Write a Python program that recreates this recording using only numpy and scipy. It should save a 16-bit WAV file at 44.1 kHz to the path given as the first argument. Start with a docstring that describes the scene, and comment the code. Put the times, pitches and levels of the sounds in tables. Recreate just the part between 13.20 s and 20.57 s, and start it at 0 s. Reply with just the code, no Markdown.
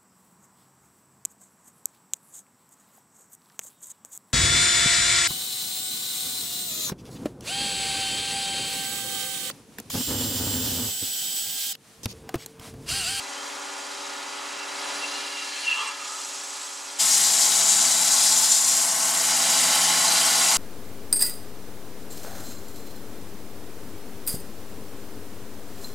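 """In a sheet-metal shed, sandpaper is pressed on a wooden bat spinning on a lathe while a dust blower runs.
It is heard first from across the bench, then, after a quick crossfade, from close beside the hands.
Grit noise makes a bright hiss and excites the bat's resonances as a rasp; their balance changes as the hands
move along. Squeals, short rings and one low lathe tone are noise through narrow resonances, the folded paper
whistles, and lathe and blower add wavering tones and a rush of air that swell and dip."""
import sys
import numpy as np
from scipy import signal
from scipy.fft import rfft, irfft, next_fast_len
from scipy.io import wavfile
from scipy.ndimage import uniform_filter1d

SR = 44100
rng = np.random.default_rng(int(sys.argv[2]) if len(sys.argv) > 2 else 0)


def log_audio(samples):
    """Write samples as a 16-bit WAV file to the path given in sys.argv[1]."""
    # one column per channel
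    frames = np.atleast_2d(samples).T
    # limit to full scale, then quantise
    limited = np.clip(frames, -1, 1)
    pcm = np.round(limited * 32767).astype(np.int16)
    wavfile.write(sys.argv[1], SR, pcm)


N = 325016
T = np.arange(int(3.85 * SR)) / SR  # time within one listening place, s
LENGTH = len(T)
SIZE = next_fast_len(LENGTH)
HZ = np.arange(SIZE // 2 + 1) * SR / SIZE + 1e-3  # frequency of each spectrum bin


def grit(scatter_db):
    """Impact excitation: countless grains bite the wood, some harder than others."""
    hardness = np.minimum(rng.exponential(size=LENGTH), 4)
    return rng.standard_normal(LENGTH) * undb(scatter_db * hardness)


# resonances of the bat: pitch_hz, width_hz, far_level_db, near_level_db (relative within a group)
BAT_MODES = [(663, 26, -17, -1), (876, 46, -4.5, 0.5), (988, 39, -1, -3), (1086, 45, -11, 2.5),
             (1190, 41, -3, -4), (1299, 39, 0.5, -2), (1543, 59, -28, -7), (1709, 72, -4.5, -1.5),
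             (2020, 480, -12, -1), (2168, 107, -5, 4.5), (2394, 22, -6, -2.5), (2718, 45, -2, 1.5),
             (2890, 90, -8.5, 1.5), (3133, 106, -8.5, 0.5), (3420, 99, -11, -4), (3970, 590, -7.5, -3.5),
             (4454, 250, -1.5, 1.5), (4665, 780, -5, 0.5)]
MIDDLE_FROM_HZ, UPPER_FROM_HZ = 1600, 3700
# spectrum of the paper's hiss: frequency_hz, relative level_db (per Hz)
FAR_HISS_SPECTRUM = [(200, -70), (1500, -25), (2500, -14), (3500, -10.5), (5500, -6), (7000, -5),
                     (8000, -8), (9000, -11.5), (11000, -18), (13000, -30), (15800, -39)]
NEAR_HISS_SPECTRUM = [(200, -72), (1500, -19.5), (2500, -33), (3500, -9.5), (5500, 0), (6500, 0),
                      (7500, 2.5), (9000, -1), (11000, -6), (13000, -13), (15800, -25.5)]
# resonances of the folded paper: pitch_hz, width_hz, relative level_db
FAR_FOLD_MODES = [(6900, 220, -13), (7720, 230, 10), (7900, 200, -3)]
NEAR_FOLD_MODES = [(6400, 180, -21), (7210, 1150, 13), (8700, 280, 0)]
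THROB_HZ, THROB_DB = 31, .33


def sanding(levels_db, near):
    """Source-filter principle: grit drives three groups of bat modes, the hiss and the whistle."""
    bat_column = 3 if near else 2
    hiss = NEAR_HISS_SPECTRUM if near else FAR_HISS_SPECTRUM
    fold = NEAR_FOLD_MODES if near else FAR_FOLD_MODES
    responses = []
    for low, high in [(0, MIDDLE_FROM_HZ), (MIDDLE_FROM_HZ, UPPER_FROM_HZ), (UPPER_FROM_HZ, SR)]:
        group = [(row[0], row[1], row[bat_column]) for row in BAT_MODES if low <= row[0] < high]
        responses.append(modes(group))
    responses += [slope(hiss), modes(fold)]
    rub = sum(undb(db) * heard(grit(1.03), response, near) for db, response in zip(levels_db, responses))
    throb_db = THROB_DB * np.sin(2 * np.pi * THROB_HZ * T + walk(3))
    uneven_hand = undb(.3 * walk(90) + throb_db)
    return uneven_hand * patchy(echoes(rub), patch_db=.2, quick_db=1.05)


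# how hard the hand presses, as the level of the hiss: time_s, level_db
FAR_PRESSURE = [(0.0, -40), (0.7, -41.5), (0.74, -40), (1.43, -42), (1.56, -40), (1.64, -38), (2.67, -38.5),
                (2.77, -41), (2.79, -39.5), (3.0, -36), (3.77, -39)]
NEAR_PRESSURE = [(3.82, -22.5), (4.6, -24.5), (4.84, -23.5), (4.86, -23), (5.12, -21.5), (5.6, -24.5),
                 (5.72, -25), (6.47, -23), (6.57, -23.5), (7.37, -22)]
# the wood under the travelling paper, levels relative to the hiss before bites:
# time_s, low_modes_db, middle_modes_db, upper_modes_db, whistle_db
FAR_WOOD = [(0, -7, -8, -6.5, -29), (1.4, -4, -2, -2.5, -27), (1.9, -5, -3.5, -1.5, -27),
            (2.35, -9, -2, -2.5, -27), (2.53, -5, 1.5, -2, -27), (2.58, -1.5, 2.5, -4, -27),
            (2.72, -5, -0.5, -4, -23), (2.86, -8, -6.5, -7, -9), (2.98, -7, -11.5, -13, -7),
            (3.2, -14, -11.5, -18, -11), (3.41, -11, -11, -7, -5.5), (3.62, -10.5, -15, -23, -8),
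            (3.8, -15, -9, -11.5, -13)]
NEAR_WOOD = [(3.8, -19, -14.5, -10, -2.5), (4.5, -13.5, -13.5, -5.5, 1), (5.3, -17, -19.5, -9, -5),
             (5.55, -15, -15.5, -11, 0), (5.8, -11.5, -13.5, -19, -8), (6.1, -12, -10.5, -6.5, -4),
             (6.6, -11, -8, -5.5, -6.5), (7.37, -12, -11.5, -7, -6.5)]
# the paper bites harder for a moment: loudest_s, added_level_db, swell_s
NEAR_BITE_TIMES = [(3.822, 1, 0.049), (3.945, 2, 0.043), (4.09, 0.5, 0.027), (4.246, 2.5, 0.05),
                   (4.545, 1.5, 0.087), (5.04, 2, 0.0089), (5.248, 1.5, 0.026), (5.323, 3.5, 0.01),
                   (5.49, 1.5, 0.051)]
BITE_RELEASE_S = .013
BITE_RASP_SHARE = 1.1  # the upper modes swell more than the hiss
# where the hands are heard: time_s, left_minus_right_db
FAR_HANDS = [(0, 0.59), (2.2, 0.11), (2.7, -0.18), (3.2, -0.47), (3.8, -0.43)]
NEAR_HANDS = [(3.8, 3.1), (5.3, 2.8), (6.2, 0.92), (7.37, 1.1)]


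def rubbing(start, near):
    """Frictional excitation: hand pressure and place on the wood set the balance of hiss, rasp and whistle."""
    hiss_db, = curve(start, NEAR_PRESSURE if near else FAR_PRESSURE)
    wood_db = curve(start, NEAR_WOOD if near else FAR_WOOD)
    pan_db, = curve(start, NEAR_HANDS if near else FAR_HANDS)
    low_db, middle_db, upper_db, whistle_db = hiss_db + np.array(wood_db)
    bites = NEAR_BITE_TIMES if near else []
    bite_db = sum(db * swell(start + T, top, rise, BITE_RELEASE_S) for top, db, rise in bites)
    upper_db = upper_db + BITE_RASP_SHARE * bite_db
    levels_db = [low_db, middle_db, upper_db, hiss_db + bite_db, whistle_db + bite_db]
    return sanding(levels_db, near) * undb(np.array([pan_db, -pan_db]) / 2)


# bursts while the paper sweeps towards the barrel:
# loudest_s, level_db, rise_s, fade_s, excited_hz (centre of the modes excited)
SQUEAL_BURSTS = [(1.436, -40, 0.081, 0.015, 2690), (1.65, -46, .06, .15, 2750),
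                 (1.843, -32.5, 0.026, 0.02, 2744), (1.955, -39, .05, 0.071, 2820),
                 (2.055, -42, .015, .03, 2740), (2.18, -40, 0.066, .03, 2820), (2.225, -39, .02, .09, 2750),
                 (2.37, -32, .012, .012, 2670), (2.44, -41, .04, .02, 2710), (2.455, -35, .015, .03, 2920),
                 (2.482, -21.5, 0.01, 0.027, 2710), (2.522, -29.5, .02, 0.05, 2784),
                 (2.525, -29, 0.022, 0.013, 2610), (2.56, -35, .02, 0.026, 2710),
                 (2.59, -33.5, 0.028, 0.025, 2850), (2.62, -38, 0.017, .012, 2630),
                 (2.665, -37, 0.013, .03, 2750), (2.693, -37, .012, .01, 2770)]
# close cluster of bat modes that squeals: pitch_hz, width_hz, level_db (before the mode acts twice)
SQUEAL_CLUSTER = [(2610, 80, 0), (2715, 65, 0), (2815, 65, 0), (2895, 70, 0)]
SQUEAL_REACH_HZ = 62
SQUEAL_STOPS_S, SQUEAL_STOP_FADE_S = 2.7, .01


def squeal():
    """Stick-slip: each burst excites the modes near its pitch, catching and slipping."""
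    bursts = np.array([undb(db) * swell(T, top, rise, fade) for top, db, rise, fade, _ in SQUEAL_BURSTS])
    burst_hz = np.array(SQUEAL_BURSTS)[:, 4]
    out = 0
    for mode in SQUEAL_CLUSTER:
        share = np.exp(-((burst_hz - mode[0]) / SQUEAL_REACH_HZ) ** 2)
        singing = heard(grit(1.2), modes([mode]) ** 2, near=False)  # squared: the mode stays narrow
        out = out + share @ bursts * steadied(singing)
    stop = np.exp(-np.maximum(T - SQUEAL_STOPS_S, 0) / SQUEAL_STOP_FADE_S)
    return out * stop * undb(1.2 * walk(70))


STEADY = .45  # stick-slip evens out the swing of a singing mode: 0 not at all, 1 fully


def steadied(x, size=250):
    """Amplitude limiting by stick-slip: even out the swing of x, to rms 1."""
    power = uniform_filter1d(x ** 2, size).mean(axis=0) + 1e-9
    x = x / power ** (STEADY / 2)
    return x / x.std()


# short narrow rings from the rubbing, and one steady low hum tone near 395 Hz from the lathe:
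# loudest_s, length_s, first_hz, last_hz, width_hz, level_db (before swell and catch)
RING_EVENTS = [(.16, 0.16, 3020, 3200, 105, -46), (1.7, 0.48, 4880, 4880, 140, -55),
               (1.78, 0.64, 9800, 9800, 600, -50), (1.93, 0.19, 4000, 4350, 200, -44),
               (2.4, 0.46, 4240, 4300, 250, -43.5), (2.42, 0.11, 9700, 9700, 500, -48),
               (2.51, 0.07, 3380, 3280, 105, -41.5), (2.555, .06, 8200, 8250, 150, -46),
               (2.595, .11, 1195, 1205, 40, -37), (2.61, .15, 1065, 1075, 70, -43),
               (2.64, 0.14, 1316, 1310, 110, -45), (2.695, .1, 1070, 1330, 50, -40),
               (2.71, .1, 1013, 1040, 60, -47), (2.595, 0.07, 3200, 3240, 105, -39),
               (2.635, .22, 425, 435, 10, -56), (2.62, .22, 880, 860, 42, -47),
               (2.651, 0.043, 4050, 4050, 97, -43), (2.68, 0.034, 8220, 8240, 105, -39),
               (2.853, 0.21, 1240, 1270, 110, -44.5), (2.86, 0.11, 6900, 7250, 105, -44),
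               (3.035, .19, 7050, 6770, 105, -46), (4.14, .85, 399, 393, 6.5, -55),
               (4.749, 0.56, 7550, 7300, 105, -34), (4.8, 0.6, 9400, 9500, 200, -44),
               (5.25, .45, 7320, 7050, 110, -26), (5.749, .55, 1081, 1076, 65, -44.5),
               (6.93, 0.67, 1440, 1464, 83, -40), (6.92, .25, 4120, 4120, 150, -33),
               (7.03, 0.16, 3150, 3140, 70, -34), (6.4, .35, 4840, 4830, 230, -38),
               (7.0, .75, 4750, 4800, 380, -33)]
RING_RISE_SHARE, RING_FULLNESS = .38, .6
RING_CATCH_DB, RING_ROUGH_HZ = 1.6, 80


def rings_and_low_tone():
    """Narrow-band resonance: noise through one narrow filter each gives the rubbing's rings and a lathe tone."""
    out, catch = np.zeros(N), undb(RING_CATCH_DB * walk(50))
    noise = rng.standard_normal(N) + 1j * rng.standard_normal(N)
    for k, (top, length, first_hz, last_hz, width, db) in enumerate(RING_EVENTS):
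        start, end = top - RING_RISE_SHARE * length, top + (1 - RING_RISE_SHARE) * length
        i = np.arange(int(start * SR), min(int(end * SR), N))
        pole = np.exp(-np.pi * width / SR)
        shake = noise[k * SR // 6:][:len(i) + SR // 10]  # 0.1 s extra lets the filter settle
        shake = signal.lfilter([1], np.convolve([1, -pole], [1, -pole]), shake)[-len(i):]
        shake = shake / abs(shake) ** np.exp(-width / RING_ROUGH_HZ)  # narrow bands hold their swing
        glide = 2 * np.pi * np.cumsum(np.linspace(first_hz, last_hz, len(i))) / SR
        ring = (shake * np.exp(1j * glide)).real
        angle = np.interp(i / SR, [start, top, end], [0, np.pi / 2, np.pi])
        envelope = np.sin(angle).clip(0) ** RING_FULLNESS
        out[i] += undb(db) * ring / ring.std() * catch[i % LENGTH] * envelope
    return out


# the bench and the lathe bed reflect the rubbing: delay_s (mean), level_db
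REFLECTIONS = [(.001235, -15), (.0031, -15), (.0057, -15)]
ECHO_DRIFT = .025  # spread of the path change as the hands move, as a share


def echoes(x):
    """Comb filtering: the direct path plus close reflections whose delays wander."""
    i, out = np.arange(LENGTH), x
    for delay, db in REFLECTIONS:
        lag = delay * SR * (1 + ECHO_DRIFT * walk(1.5))
        out = out + undb(db) * x[:, i - lag.astype(int)]
    return out


def patchy(x, patch_db, quick_db, count=10):
    """Band-wise modulation: each band drifts and flickers as fresh and worn grit takes turns."""
    spectrum = rfft(x, SIZE)
    position = np.clip(np.log(HZ / 600) / np.log(14000 / 600), 0, 1) * (count - 1)
    out = 0
    for k in range(count):
        band = irfft(spectrum * np.clip(1 - abs(position - k), 0, 1), SIZE)[:, :LENGTH]
        out = out + undb(patch_db * walk(8) + quick_db * walk(100)) * band
    return out


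# level of the hum and air rush as heard, which swells and dips: time_s, level_db
FAR_HUM_AND_AIR_LEVEL = [(0, -49), (1.45, -48), (1.75, -45.5), (2.2, -50), (2.6, -54), (3.8, -53.5)]
NEAR_HUM_AND_AIR_LEVEL = [(3.8, -47.5), (4.4, -45), (5.1, -44), (5.45, -48), (6.0, -43), (6.6, -40),
                          (7.37, -40.5)]


def hum_and_air(start, near):
    """Superposition: the tones and the air rush swell and dip together on one level curve."""
    level_db, = curve(start, NEAR_HUM_AND_AIR_LEVEL if near else FAR_HUM_AND_AIR_LEVEL)
    return undb(level_db - np.mean(level_db)) * hum(near) + air_rush(level_db, near)


SPINDLE_HZ, BLADE_HZ = 24.67, 284.8
# lathe tones: multiple (of the spindle rate), level_db, left_minus_right_db, left_lead_rad
FAR_LATHE_TONES = [(10, -71, 0, -0.49), (12, -65.5, -7, -0.51), (14, -84, 8, 1.1), (16, -54.5, 10.5, 0.41),
                   (20, -63, 9, -0.41), (22, -60, 8, 1.1), (24, -68, -23, -0.96), (26, -71, 4, 2.1),
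                   (32, -51.5, 18, 1.8)]
NEAR_LATHE_TONES = [(4, -72, 0, 0), (7, -53, 0, 0), (8, -63, -1, -.1), (10, -58, 0, .4), (13, -59, 5, .4),
                    (14, -62, -1, -.3), (16, -56, -2, -2.7), (18, -63, 0, .5), (20, -62, -2, -.5),
                    (22, -56.5, -8, 1.6), (24, -57.5, 6, -.8), (26, -55, -2, .2), (27, -50, 6, -.2),
                    (29, -55, 2, 0), (32, -43.5, 1, .3)]
# blower tones: multiple (of the blade rate), level_db, left_minus_right_db, left_lead_rad
FAR_BLOWER_TONES = [(1, -56.5, 1, -0.08), (2, -53, 11, -0.26), (3, -53, -3, -0.83), (4, -57, -17, 0.41),
                    (5, -50.5, -19, -0.38), (7, -55.5, -8, -0.32), (9, -58.5, -4, -0.2)]
NEAR_BLOWER_TONES = [(3, -46, 1, .2), (4, -55, 2, .1), (5, -51, 5, 0), (7, -51, 3, .5)]
# other steady tones in the hum: pitch_hz, level_db, left_minus_right_db, left_lead_rad
FAR_OTHER_TONES = [(261, -66, -1, .1)]
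NEAR_OTHER_TONES = [(261, -51.5, 1, .2), (722, -53, 2, 0), (1327, -54.5, -1, .2), (1467, -52, 1, .1),
                    (1517, -53, -2, -.1)]
FAR_WAVER_DB, NEAR_WAVER_DB = 1.0, 1.5


def hum(near):
    """Harmonics of rotation: spindle and blade tones, and a few others, waver in level and phase."""
    lathe = NEAR_LATHE_TONES if near else FAR_LATHE_TONES
    blower = NEAR_BLOWER_TONES if near else FAR_BLOWER_TONES
    rows = [(k * SPINDLE_HZ, *rest) for k, *rest in lathe]
    rows += [(k * BLADE_HZ, *rest) for k, *rest in blower]
    rows += list(NEAR_OTHER_TONES if near else FAR_OTHER_TONES)
    waver_db = NEAR_WAVER_DB if near else FAR_WAVER_DB
    out = 0
    for hz, db, pan_db, lead in rows:
        drift = .85 * min(1, .4 + hz / 1000) * walk(9)  # rad
        phase = 2 * np.pi * (hz * T + rng.random()) + drift
        channels = undb(np.array([[pan_db], [0]]))
        channels = channels / np.sqrt(np.mean(channels ** 2))
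        waver = waver_db * (walk(11) + walk(3) * min(1, 120 / hz))
        tone = np.sqrt(2) * np.sin(phase + np.array([[lead], [0]]))
        out = out + undb(db + waver) * channels * tone
    return out


# spectrum of air rushing in hose and blower: frequency_hz, relative level_db (per Hz)
FAR_AIR_SPECTRUM = [(25, -50), (95, -45), (120, -22), (180, -15), (250, -10), (400, -5.5), (600, -1),
                    (1000, 4), (2000, -1), (4000, -8.5), (9000, -33)]
NEAR_AIR_SPECTRUM = [(25, -25), (85, -29), (110, -13), (200, -7), (370, -12), (450, -7), (600, -5),
                     (1000, -5.5), (2000, -1.5), (4000, -9.5), (9000, -32)]
FAR_AIR_DB, NEAR_AIR_DB = 7.5, 6.5  # added to the shared level curve


def air_rush(level_db, near):
    """Turbulence noise: air rushing in hose and blower is coloured noise of unsteady level."""
    spectrum = slope(NEAR_AIR_SPECTRUM if near else FAR_AIR_SPECTRUM)
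    air_db = NEAR_AIR_DB if near else FAR_AIR_DB
    return undb(level_db + air_db + .7 * walk(5)) * heard(rng.standard_normal(LENGTH), spectrum, near)


# diffuse part that differs between the channels: frequency_hz, side_minus_mid_db
FAR_DIFFUSE = [(30, -2), (70, -13), (120, -22), (250, -18), (500, 0), (1300, -11.5), (1800, -8.5),
               (2700, -9), (4000, -24), (6500, -46), (8800, -2), (11000, -28)]
NEAR_DIFFUSE = [(30, -2), (70, -10), (120, -25), (250, -9), (370, 5), (600, -6.5), (1300, -6.5),
                (2400, -9.5), (4400, -21), (7000, -28), (8800, -2), (11000, -14.5)]


def heard(x, response, near):
    """Diffuse-field decorrelation: coloured x at rms 1 plus unrelated noise, opposite in the channels."""
    side = slope(NEAR_DIFFUSE if near else FAR_DIFFUSE)
    mid = irfft(rfft(x, SIZE) * response, SIZE)[:LENGTH]
    wide = irfft(rfft(rng.standard_normal(SIZE)) * response * side, SIZE)[:LENGTH] * x.std()
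    return np.array([mid + wide, mid - wide]) / mid.std()


def modes(rows):
    """Modal superposition: (Hz, width Hz, dB) resonances; deep bass and top radiate weakly."""
    radiated = 1 / (1 + (400 / HZ) ** 3) / (1 + (HZ / 9000) ** 4)
    total = 0
    for k, (hz, width, db) in enumerate(rows):
        resonance = undb(db) / (1 + 1j * (HZ - hz ** 2 / HZ) / width)
        total = total + (-1) ** k * resonance  # neighbours in opposite sign
    return radiated * total


def slope(points):
    """Spectral envelope: gain at every frequency from (Hz, dB) points on a log axis."""
    hz, db = np.transpose(points)
    return undb(np.interp(np.log(HZ), np.log(hz), db))


def undb(db):
    """Logarithmic level: dB to amplitude gain."""
    return np.exp(np.asarray(db) * np.log(10) / 20)


def walk(rate, count=32):
    """Random modulation: levels held 1 / rate s and smoothed twice, at spread 1."""
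    held = np.repeat(rng.standard_normal(int(LENGTH / SR * rate) + 2), count)
    x = uniform_filter1d(uniform_filter1d(held, count), count)
    return np.interp(T * rate * count, np.arange(len(x)), (x - x.mean()) / x.std())


def curve(start, rows):
    """Linear interpolation: columns of (s, ..) rows at every sample from the time start on."""
    s, *columns = np.transpose(rows)
    return [np.interp(start + T, s, column) for column in columns]


def swell(t, top, rise, fade):
    """Exponential growth and decay: rise to 1 at the time top, then fall."""
    return np.exp(-np.where(t < top, (top - t) / rise, (t - top) / fade))


CHANGE_S, FADE_S = 3.794, .018


def scene():
    """Linear crossfade: across the bench, then close by, with the rings and low tone over both."""
    far, near = np.zeros((2, 2, N))
    near_start = (N - LENGTH) / SR
    far[:, :LENGTH] = squeal() + rubbing(0, near=False) + hum_and_air(0, near=False)
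    near[:, -LENGTH:] = rubbing(near_start, near=True) + hum_and_air(near_start, near=True)
    share = np.clip((np.arange(N) / SR - CHANGE_S) / FADE_S + .5, 0, 1)
    return (1 - share) * far + share * near + rings_and_low_tone()


TOP_HZ = 15800


def record(dry):
    """Band limiting: a steep elliptic low-pass cuts the top."""
    return signal.sosfilt(signal.ellip(12, .2, 80, TOP_HZ, fs=SR, output="sos"), dry)


dry = scene()
out = record(dry)
log_audio(out)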